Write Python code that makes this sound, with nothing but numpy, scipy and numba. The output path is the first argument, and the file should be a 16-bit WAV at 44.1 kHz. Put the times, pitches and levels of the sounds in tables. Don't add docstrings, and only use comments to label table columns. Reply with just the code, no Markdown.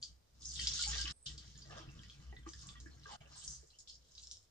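import sys
import numpy as np
from scipy import signal
from scipy.fft import rfft, irfft, next_fast_len
from scipy.io import wavfile
from scipy.ndimage import uniform_filter1d
from numba import njit

SR = 44100
rng = np.random.default_rng(int(sys.argv[2]) if len(sys.argv) > 2 else 0)


def wav_record(signal):
    frames = np.transpose(np.atleast_2d(signal))
    bounded = np.clip(frames, -1, 1)
    quanta = np.round(bounded * 32767).astype(np.int16)
    wavfile.write(sys.argv[1], SR, quanta)


def gain_from_db(level_db):
    decades = np.asarray(level_db, float) / 20
    return 10 ** decades


N = 198758
T = np.arange(N) / SR
M = next_fast_len(N + SR // 2, True)
HZ = np.fft.rfftfreq(M, 1 / SR)


def unit(x):
    return x / np.sqrt(np.mean(x ** 2))


def shape(table):
    hz, db = np.transpose(table)
    return gain_from_db(np.interp(np.log(HZ + 1), np.log(hz + 1), db))


def colour(x, gain):
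    return irfft(rfft(x, M) * gain, M)[..., :N]


def walk(rate):
    hold = int(SR / rate)
    levels = np.repeat(rng.standard_normal(N // hold + 1), hold)
    return 1.074 * uniform_filter1d(levels, hold)[:N]


def swells(idle_db, s, db, rise_s, fall_s, idle_hz=1, hz=1, order=1):
    now = T[::32, None]
    before = (s - now) / np.maximum(rise_s, .002)
    after = (now - s) / np.maximum(fall_s, .002)
    power = gain_from_db(2 * (db - 20 * np.maximum(before, after) ** order))
    idle = gain_from_db(2 * np.interp(now[:, 0], T, idle_db))
    total = idle + power.sum(axis=1)
    pitch = (idle * idle_hz + (power * hz).sum(axis=1)) / total
    return np.interp(T, now[:, 0], 10 * np.log10(total)), np.interp(T, now[:, 0], pitch)


@njit
def bubbles(n, start, step, t60, size, glide, rise):
    out = np.zeros(n)
    for k in range(len(start)):
        turn, level, phase = step[k], size[k], 0.
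        fall = np.exp(-np.log(1000.) / t60[k])
        for i in range(start[k], min(n, start[k] + int(t60[k]))):
            out[i] += level * np.sin(phase) * min(1., phase / (2 * np.pi * rise))
            phase += turn
            level *= fall
            turn *= 1 + glide / t60[k]
    return out


def ring(s, hz, t60_s, size, glide, rise):
    step = 2 * np.pi * np.clip(hz, 50, 12000) / SR
    return bubbles(N, (s * SR).astype(np.int64), step, np.maximum(t60_s * SR, 8.), size, glide, max(rise, .05))


def swarm(count, centre_hz, octaves, cycles, scatter_db, table, patch_s, patch_octaves, size):
    s, strength = rng.random((count, 2)).T
    hz = np.interp(s * T[-1], T, centre_hz) * 2 ** (octaves * rng.standard_normal(count))
    late, loud = rng.random((2, count, size))
    s = (s[:, None] * T[-1] + patch_s * late ** 1.5).ravel()
    hz = (hz[:, None] * 2 ** (patch_octaves * rng.standard_normal((count, size)))).ravel()
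    rarity = np.log(1.01 - strength)[:, None] + 2.0 * np.log(1.01 - loud)
    db = -scatter_db * rarity - 8 * late
    crowd = ring(s, hz, cycles / hz, gain_from_db(db.ravel()), glide=0.32, rise=0.28)
    mean = np.sqrt(uniform_filter1d(np.abs(rfft(crowd, M)) ** 2, size=4000))
    return unit(colour(crowd, shape(table) / mean))


# time of peak in s, level in dB, pitch in Hz,
# rise in s and fall in s, both over 20 dB.
SPURTS = [(0.029, -50.5, 4920, 0.012, 0.085), (.33, -93.5, 5140, 0.31, 0.21),
          (0.424, -52, 6120, 0.026, 0.85), (0.603, -39, 4515, 0.093, 0.34), (0.791, -39, 4600, 0.23, 0.43),
          (.96, -42.5, 4060, 0.32, 0.17), (1.09, -50, 4400, 0.18, 0.29), (1.268, -43.5, 4410, 0.13, 0.067),
          (1.38, -58.5, 3760, 0.004, 0.3), (1.56, -63.5, 4630, 0.28, 0.65),
          (1.71, -57.5, 3640, 0.024, 0.26), (1.82, -59, 3660, 0.19, 0.049), (2.109, -61, 4080, 0.26, 0.21),
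          (2.476, -57, 6030, 0.025, 0.16), (2.609, -58.5, 5490, 0.069, 0.27),
          (2.701, -62, 4070, 0.12, 0.12), (2.82, -67, 6470, 0.053, 0.22), (3.138, -54.5, 4040, 0.18, 0.068),
          (3.34, -57.5, 4500, 0.086, 0.38), (3.389, -53.5, 6540, 0.055, 0.3),
          (3.503, -44.5, 6780, 0.12, 0.087), (3.72, -69.5, 4900, 0.11, 0.089),
          (3.792, -53.5, 6300, 0.0079, 0.032), (3.884, -58, 4700, 0.023, 0.15),
          (4.201, -61, 4760, 0.2, 0.26), (4.329, -59, 5260, 0.36, 0.12)]
# frequency in Hz, level in dB per Hz.
SPRAY = [(1500, -54), (2300, -48), (2650, -15.5), (3100, -3.5), (4500, -2), (5300, 0.5), (7000, -2.5),
         (8300, -12.5), (9300, -22), (10500, -32), (11500, -45), (13000, -97)]


def spray(flow_db):
    s, db, hz, rise, fall = np.transpose(SPURTS)
    level_db, pitch_hz = swells(flow_db - 10.5, s, db, rise, fall, 4500, hz)
    return [gain_from_db(level_db - 7.0 + 1.56 * walk(45))
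            * swarm(count=1000, centre_hz=pitch_hz, octaves=0.4, cycles=18.6, scatter_db=2.0, table=SPRAY,
                    patch_s=.035, patch_octaves=0.069, size=7) for _ in "lr"]


# time of peak in s, level in dB, pitch in Hz, rise in s and fall in s,
# both over 20 dB.
SQUISHES = [(0.42, -75, 1086, 0.076, 0.21), (0.681, -54, 2066, 0.17, 0.41), (.93, -46.5, 1814, 0.16, 0.19),
            (1.09, -59.5, 1780, 0.12, 0.68), (1.293, -70.5, 1910, 0.044, 0.032),
            (1.704, -52, 1355, 0.012, 0.16), (1.785, -55, 1175, 0.16, 0.12), (2.08, -69, 1850, 0.44, 0.15),
            (2.468, -55, 1260, 0.025, 0.053), (2.721, -69, 1335, 0.35, 0.6),
            (3.122, -56.5, 1585, 0.15, 0.22), (3.23, -72.5, 1820, 0.068, 0.53), (3.42, -66, 1410, 1, 0.33),
            (4.2, -79, 1224, 0.27, 0.26)]
# frequency in Hz, level in dB per Hz.
SQUELCH = [(150, -74.5), (300, -18.5), (450, 0), (800, -7.5), (1200, -2.5), (1800, -2.5), (2500, -8),
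           (3000, -0.5), (4200, -36.5), (7000, -106)]


def squelch(flow_db):
    s, db, hz, rise, fall = np.transpose(SQUISHES)
    level_db, pitch_hz = swells(flow_db - 8.5, s, db, rise, fall, 1510, hz)
    crowd = swarm(count=2200, centre_hz=pitch_hz, octaves=0.446, cycles=22.3, scatter_db=0.9, table=SQUELCH,
                  patch_s=.045, patch_octaves=0.086, size=5)
    return gain_from_db(level_db - 6.0 + 1.33 * walk(32)) * crowd


# frequency in Hz, gain in dB.
MICROPHONE = [(2300, 0), (3000, 9.5), (7000, 6), (8300, 4), (9500, -11.5), (11500, -57), (13000, -75)]


def bursts(table, gain_db, glide, crack, octaves, cycles, rise, count):
    s, db, hz, t60, pure = np.transpose(table)
    detune = octaves * rng.standard_normal((len(s), count)).T
    late = rng.random((len(s), count)).T ** 2
    size, pure = gain_from_db(db + gain_db), np.clip(pure, 0, 1)
    rough = crack * size * np.sqrt(1.05 - pure ** 2)
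    out = ring(s, hz, 1.24 * t60, pure * size, glide, rise)
    for f, d in zip(detune, late):
        near_hz = hz * 2 ** (f * (1 - 1.3 * d))
        out = out + ring(s + 0.66 * d * t60, near_hz, cycles / hz, rough * gain_from_db(-15 * d), glide, rise)
    return colour(out, shape(MICROPHONE))


# time in s, peak in dB, pitch in Hz, purity 0-1.
POPS = [(0.0268, -40, 4580, 0.7), (0.455, -39, 6400, 0.8), (0.4893, -32.5, 6130, 0.1),
        (0.517, -47.5, 5240, .2), (.5576, -50, 3650, 0.9), (0.5927, -40, 3120, 0.9),
        (0.671, -16.5, 4990, 0.17), (.735, -30.5, 5160, 0), (0.7919, -36.5, 4470, .7),
        (0.816, -29, 4030, 0.1), (0.982, -26, 4500, 0.28), (1.0138, -27, 4910, 0.3),
        (1.0777, -30.5, 3210, 0.24), (1.1073, -46, 5100, 0.6), (1.263, -44, 3030, 0.8),
        (1.38, -36.5, 4530, 0.13), (1.477, -44.5, 5600, 0), (1.554, -61, 4590, 0.4),
        (1.577, -50.5, 6820, 1), (1.6206, -49, 4740, 0.84), (1.696, -51, 5330, .24),
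        (1.712, -51, 3020, 0.3), (1.889, -53.5, 2650, 1), (2.0334, -49, 4720, 0.1),
        (2.0972, -51, 3300, 0.83), (2.366, -53.5, 3570, 0.57), (2.432, -59.5, 3170, 0.55),
        (2.489, -38.5, 6030, 0.35), (2.534, -44.5, 5030, 0.5), (2.592, -50, 5030, 0.4),
            (2.616, -50, 4940, 0), (2.6703, -37.5, 7200, 0.09), (2.689, -46, 3450, 0.9),
            (2.801, -40.5, 6040, 0.24), (2.996, -60.5, 5550, 0.3), (3.034, -53, 4070, 0.3),
            (3.0897, -57, 3330, 0.2), (3.2061, -50.5, 3030, 0.15), (3.498, -49, 5840, 0.8),
            (3.7045, -52, 4250, 0.07), (3.789, -52, 5380, 0.87), (3.874, -45, 4550, 0.25),
            (3.898, -40, 5120, 0.33), (4.1517, -44.5, 5200, 0.3), (4.178, -46.5, 3915, 0.6),
            (4.2347, -38, 5200, 0.2), (4.2712, -48, 5200, 0.3), (4.3125, -34, 5760, 0.1)]


def pore_pops():
    pops = [(s, db, hz, .019, pure) for s, db, hz, pure in POPS]
    return bursts(pops, -3.0, glide=0.065, crack=0.76, octaves=0.32, cycles=13.8, rise=2.54, count=12)


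# time in s, peak in dB, pitch in Hz.
TICKS = [(0.0154, -50, 6900), (0.027, -31, 4604), (0.418, -53, 5480), (0.4563, -37, 6100),
         (0.5181, -35.5, 5120), (0.5973, -30, 4520), (0.6716, -22, 5170), (0.7366, -31, 4800),
         (0.8165, -38, 4230), (0.8382, -29, 4000), (0.853, -31.5, 4290), (0.9814, -35, 4770),
         (1.0785, -32.5, 4700), (1.1097, -36.5, 5300), (1.2653, -40, 5750), (1.3781, -39.5, 4700),
         (1.5547, -51, 4500.0), (1.5814, -64, 6600), (1.6235, -48, 4890), (1.9166, -55, 6400),
         (2.0338, -50.5, 4800), (2.0979, -45.5, 3350), (2.3659, -58, 3620), (2.4892, -48, 5900),
         (2.5369, -45, 4770), (2.5921, -45, 5300), (2.6227, -47, 5100), (2.6688, -48.5, 7250),
         (2.6892, -40.5, 3520), (2.768, -59, 3400), (2.8017, -52, 6350), (2.9962, -56, 5450),
         (3.0347, -53, 4070), (3.218, -53, 3050.0), (3.44, -40.5, 8280), (3.451, -44, 7530),
         (3.469, -45.5, 8160), (3.5, -41, 7070), (3.7031, -56.0, 4760.0), (3.7892, -54, 5800),
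         (3.7987, -55, 5800), (3.8744, -48, 4300), (3.896, -43.0, 4320), (3.955, -47.5, 5430),
         (4.119, -58, 6400), (4.1803, -40.5, 4780), (4.23, -45, 5230.0), (4.2405, -54, 4870),
         (4.2712, -37, 5350), (4.3128, -34.5, 5570), (4.3575, -52, 5500), (4.3696, -44, 5270),
         (4.428, -62, 5500.0)]
# time in s, peak in dB, pitch in Hz.
AFTER_TICKS = [(0.0339, -33, 4790), (0.0383, -34, 4960), (0.674, -32, 5550), (.679, -28, 4980),
               (.681, -36, 7500), (0.683, -28, 5400), (.8255, -30, 5020), (1.016, -41, 4730),
               (1.5, -54, 6340), (1.262, -45, 7200), (3.7895, -57, 7800), (1.112, -42, 7300),
               (2.097, -56, 4640), (2.4885, -65, 7600), (2.534, -52, 3380), (2.689, -46, 4600),
               (3.041, -54, 6100), (3.358, -57, 8500), (3.37, -58, 8900), (3.418, -57, 8650),
               (3.484, -53, 7960), (4.202, -58, 6000), (4.197, -50, 3950), (4.241, -55, 6960),
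               (4.32, -39, 6900), (4.428, -59, 7540), (4.33, -52, 6100)]


def ticks():
    s, db, hz = np.transpose(list(TICKS) + list(AFTER_TICKS))
    out = np.zeros(N)
    for ratio, side_db in ((.74, -7), (1, 2), (1.3, -9)):
        for lag_s, echo_db in ((0, 0), (0.0064, -9)):
            blip_hz = np.minimum(ratio * hz, 9300)
            out += ring(s + lag_s + .0003, blip_hz, 31 / hz, gain_from_db(db + side_db + echo_db), 0., 5.17)
    return out


# start in s, level in dB, pitch in Hz, length in s, slide in octaves.
WHISTLES = [(0.02, -52, 6660, .04, 0.058), (0.446, -46, 5190, .015, 0.086),
            (0.453, -40, 6310, 0.058, -0.043), (0.485, -46, 4770, .05, -0.073),
            (0.557, -51, 3560, 0.041, -0.025), (.59, -42, 3120, .03, 0.054),
            (0.703, -38.5, 5480, 0.039, 0.06), (0.83, -36.5, 4490, .03, 0.026),
            (0.927, -41.5, 3280, .03, 0.057), (0.977, -43.5, 3100, 0.044, 0), (0.781, -40, 4680, .1, 0.028),
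            (0.874, -40.5, 7100, .05, -0.06), (0.733, -40, 6360, .04, -0.098),
            (1.012, -46, 4700, .035, 0.0022), (1.052, -56.5, 1153, 0.061, 0.08),
            (1.06, -49, 1850, 0.052, -0.02), (1.259, -50.5, 2970, 0.059, 0.014),
            (1.375, -55.5, 5080, .025, -0.11), (1.839, -72, 1235, .025, 0.027),
            (1.933, -68, 2620, .055, -0.042), (2.127, -65.5, 2500, .05, -0.029),
            (1.7, -55.5, 1180, .045, 0.12), (1.758, -54.5, 1223, .055, 0.014),
            (1.805, -54.5, 3130, 0.044, 0.041), (2.532, -63, 3540, 0.017, 0.036),
            (2.631, -62.5, 1100, .12, 0.1), (2.683, -62.5, 4640, .015, 0),
            (2.763, -59, 3340, 0.026, -0.071), (2.911, -61, 4260, 0.034, 0.021),
            (3.089, -47, 1062, 0.042, -0.38), (3.13, -56, 780, 0.035, -0.088),
            (3.132, -56.5, 1140, .03, .2), (3.097, -58, 3020, .06, -0.15), (3.052, -58, 1170, .03, -.1),
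            (3.01, -69, 3400, .03, 0.023), (3.325, -57, 4140, .05, 0.023), (3.312, -53.5, 5100, 0.073, 0),
            (3.363, -51, 7950, 0.055, -0.042), (3.416, -55.5, 3160, 0.037, 0.042),
            (3.495, -43.5, 6100, 0.077, 0.015), (3.732, -64, 2920, 0.038, 0.094),
            (3.786, -57, 6840, 0.029, -0.038), (3.871, -55.5, 3400, .045, -0.018),
            (3.923, -53.5, 4630, 0.038, 0.22)]


def whistles(count):
    s, db, hz, length, slide = np.transpose(WHISTLES)[..., None]
    along = (np.arange(count) + rng.random((len(WHISTLES), count))) / count
    detune, size = rng.standard_normal((2, len(WHISTLES), count))
    hz = (hz * 2 ** (slide * along + 0.036 * detune)).ravel()
    level = gain_from_db(db - 5.7 * along + 2.5 * size).ravel()
    return ring((s + length * along).ravel(), hz, 0.015 + 30 / hz, level, glide=0.013, rise=1.9)


# time in s, peak in dB, pitch in Hz, ring t60 in s,
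# purity 0-1.
POCKETS = [(0.592, -37.5, 1916, 0.04, 0.36), (0.666, -42.5, 2165, 0.028, 0.7), (0.792, -41, 1413, 0.038, 1),
           (0.838, -34.5, 2230, 0.026, 0.22), (0.931, -38, 1824, 0.048, 0.7), (1.055, -33, 1820, 0.079, 0),
           (1.295, -55, 1903, 0.054, 0.5), (1.553, -57.5, 1730, 0.033, 0.73), (1.655, -63, 597, 0.12, 0.96),
           (1.699, -49, 1710, 0.055, 0.56), (1.778, -52.5, 1252, 0.083, 0.9),
           (1.989, -47, 1770, 0.056, 0.11), (2.034, -51.5, 1900, 0.033, 0.6),
           (2.326, -50.5, 1926, 0.036, 0.94), (2.3655, -49.5, 1955, 0.05, 0.94),
           (2.463, -48, 1171, 0.048, 0.77), (2.535, -48, 1754, 0.027, 0.9),
           (2.688, -59.5, 1133, 0.069, 0.8), (2.754, -52, 1890, 0.049, 0.82),
           (2.86, -45.5, 1700, 0.04, 0.6), (3.0575, -45.5, 1606, 0.03, 0.98),
           (3.092, -47, 1010, 0.019, 0.7), (3.206, -57, 2280, 0.04, 0.7), (3.354, -55.5, 1000, 0.067, 0.4),
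           (.866, -49, 822, 0.11, 0.75), (.985, -45, 1579, 0.1, 0.76), (1.085, -45, 1480, 0.043, 0.9),
           (3.076, -54, 1194, 0.076, 0.54), (1.65, -62, 1880, .05, 0.86), (1.72, -50.5, 705, 0.058, 0.7),
           (1.919, -72, 1920, 0.027, 0.7), (2.753, -57, 1150, 0.064, 0.75)]


def pockets():
    return bursts(POCKETS, -0.052, glide=0.075, crack=0.61, octaves=0.35, cycles=20.0, rise=2.1, count=5)


# time in s, peak in dB, pitch in Hz, ring t60 in s, purity 0-1.
SLAPS = [(0.558, -70, 214, 0.056, 1), (0.868, -85, 223, 0.042, 1), (1.043, -47.5, 288, 0.082, 0.96),
         (1.658, -62.5, 331, 0.069, 0.84), (1.701, -43.5, 516, 0.05, 0.3), (1.798, -53, 318, 0.11, 0.84),
         (2.326, -47, 410, 0.06, 0.1), (2.465, -41, 314, 0.06, 0.84), (2.86, -46.5, 294, 0.07, 0.88),
         (.7, -56, 138, .2, .8), (.88, -46.5, 142.4, 0.3, 1), (2.67, -55, 177, .12, 0.5),
         (3.06, -53.5, 440, 0.1, .3), (3.11, -52, 513, 0.062, 0.38), (3.21, -57, 650, .08, 0.5),
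         (3.25, -54.5, 556, .08, 0.3), (3.44, -54.5, 133, 0.13, 0.7), (2.04, -54.5, 171, .1, 0.5),
         (3.123, -56, 220.7, 0.23, 0.68), (3.49, -51.5, 134.2, 0.39, 0.89), (3.63, -54.5, 434, 0.038, 0.76)]


def slaps():
    return bursts(SLAPS, -0.81, glide=0.024, crack=0.91, octaves=0.39, cycles=7.7, rise=0.67, count=4)


# time in s, level in dB.
FLOW = [(0, -69), (.3, -83), (.43, -66.5), (.6, -58), (.93, -62.5), (1.1, -55), (1.29, -61), (1.6, -67),
        (1.7, -59), (2.25, -62.5), (2.45, -62.5), (2.9, -61.5), (3.2, -69.5), (3.4, -73), (3.51, -67),
        (3.69, -92.5), (4.3, -76), (4.5, -96)]


def flow():
    return np.interp(T, *np.transpose(FLOW))


# frequency in Hz, left gain in dB.
LEFT_PORT = [(6500, 0.07), (8500, -3), (10000, -2.5), (11500, -2)]
# frequency in Hz, side minus mid in dB.
WIDTH = [(60, -13.5), (100, -5), (180, -12.5), (320, 0), (550, -0.5), (960, 3), (1680, -1.5), (2930, 0),
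         (5100, -1), (8880, 0.5)]


def spread(mid, side):
    side = colour(side, shape(WIDTH))
    port = shape(LEFT_PORT)
    return colour(np.array([mid + side, mid - side]), np.array([port, 1 / port]))


def resonance(hz, width_hz):
    return 1 / (1 + ((HZ - hz) / (width_hz / 2)) ** 2)


# time of peak in s, level in dB, rise and fall in s over 20 dB.
SHOVES = [(.125, -57, 0.08), (0.522, -54.5, 0.16), (.65, -47.5, 0.13), (.8, -56.5, 0.11),
          (0.929, -42.5, 0.14), (1.06, -49, 0.1), (1.32, -53, 0.05), (1.48, -63.5, 0.6), (1.86, -58, 0.04),
          (2.079, -60, 0.06), (2.29, -50, 0.08), (2.46, -54.5, 0.08), (2.58, -53.5, 0.05), (2.8, -57, 0.21),
          (2.99, -65, 0.2), (3.11, -61, 0.02), (3.24, -64.5, 0.17), (3.37, -75, 0.5), (3.5, -56, 0.04),
          (3.6, -58, 0.05), (3.97, -67, 0.14), (4.27, -64, 0.17)]
# frequency in Hz, width in Hz, level in dB.
THUMP = [(140.4, 34.3, 5.5), (97, 25, -1), (223, 72, -11), (318, 25, -11), (447, 41, -19), (35.3, 23, -2)]


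def basin(flow_db):
    s, db, length = np.transpose(SHOVES)
    drone_db = swells(flow_db - 2.5, s, db, length, length, order=2)[0]
    modes = sum(gain_from_db(db) * resonance(hz, width) for hz, width, db in THUMP)

    def shake():
        drone = gain_from_db(2.2 * walk(14)) * np.sin(2 * np.pi * np.cumsum(61 + 2.616 * walk(12)) / SR)
        thump = colour(rng.standard_normal(N), modes)
        return gain_from_db(drone_db) * unit(drone) + gain_from_db(flow_db + 3.7 * walk(25.236)) * unit(thump)

    mid = shake()
    return spread(mid, 0.81 * colour(mid, complex(0, 1)) + .45 * shake())


def room(x, t60_s, wet_db, turn):
    tail = rng.standard_normal((2, N)) * np.exp(-np.log(1000) * T / t60_s) * (T > .002)
    tail *= gain_from_db(wet_db) / np.sqrt(np.sum(tail ** 2, axis=1, keepdims=True))
    direct = np.array([[1], [complex(0, turn)]])
    paths = (rfft(tail, M) + direct) / np.sqrt(1 + gain_from_db(2 * wet_db))
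    return spread(*colour(x, paths))


def hiss(table, db):
    return spread(*(gain_from_db(db) * unit(colour(rng.standard_normal(N), shape(table))) for _ in "ms"))


# frequency in Hz, level in dB per Hz.
HUSH = [(25, -3), (62, -0.5), (95, -1), (140, -18), (220, -15), (330, -20), (500, -17), (800, -24),
        (2300, -29), (3000, -32), (5000, -24.5), (9000, -35), (11000, -54.5)]


def hush():
    return hiss(HUSH, -73.5)


def scene():
    flow_db = flow()
    near_hand, far_hand = spray(flow_db)
    snaps = ticks()
    near = near_hand + squelch(flow_db) + pockets() + slaps() + whistles(count=8)
    far = far_hand + snaps + pore_pops()
    tiled = room(near, t60_s=0.14, wet_db=-0.28, turn=1) + room(far, t60_s=0.19, wet_db=1.0, turn=-1.15)
    close_snaps = gain_from_db(np.array([[-1.5], [-3.5]])) * snaps
    return tiled + close_snaps + basin(flow_db) + hush()


# from in s, to in s, depth in dB.
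SHUT = [
    (1.122, 1.261, -37),
    (3.164, 3.208, -16.5),
]


def suppressed(dry):
    shut_db = sum(db * ((T > a) & (T < b)) for a, b, db in SHUT)
    gain = uniform_filter1d(gain_from_db(shut_db), size=400)
    return (1 - gain) * colour(dry - hush(), HZ < 7900)


# frequency in Hz, level in dB per Hz.
AIR = [(8000, -37.5), (9500, -4), (12800, 0.5), (13200, -19), (13900, -17), (14300, -7), (15200, 2),
       (15700, -32)]


def high_hiss(dry):
    treble = uniform_filter1d(np.abs(np.diff(dry[0], prepend=0)), size=3000)
    duck = 1 / (1 + (treble / gain_from_db(-57)) ** 3)
    return duck * hiss(AIR, -93)


def low_pass(x):
    return signal.sosfilt(signal.butter(12, 15700, fs=SR, output="sos"), x)


def record(dry):
    heard = dry - suppressed(dry) + high_hiss(dry)
    return low_pass(heard)


dry = scene()
out = record(dry)
wav_record(out)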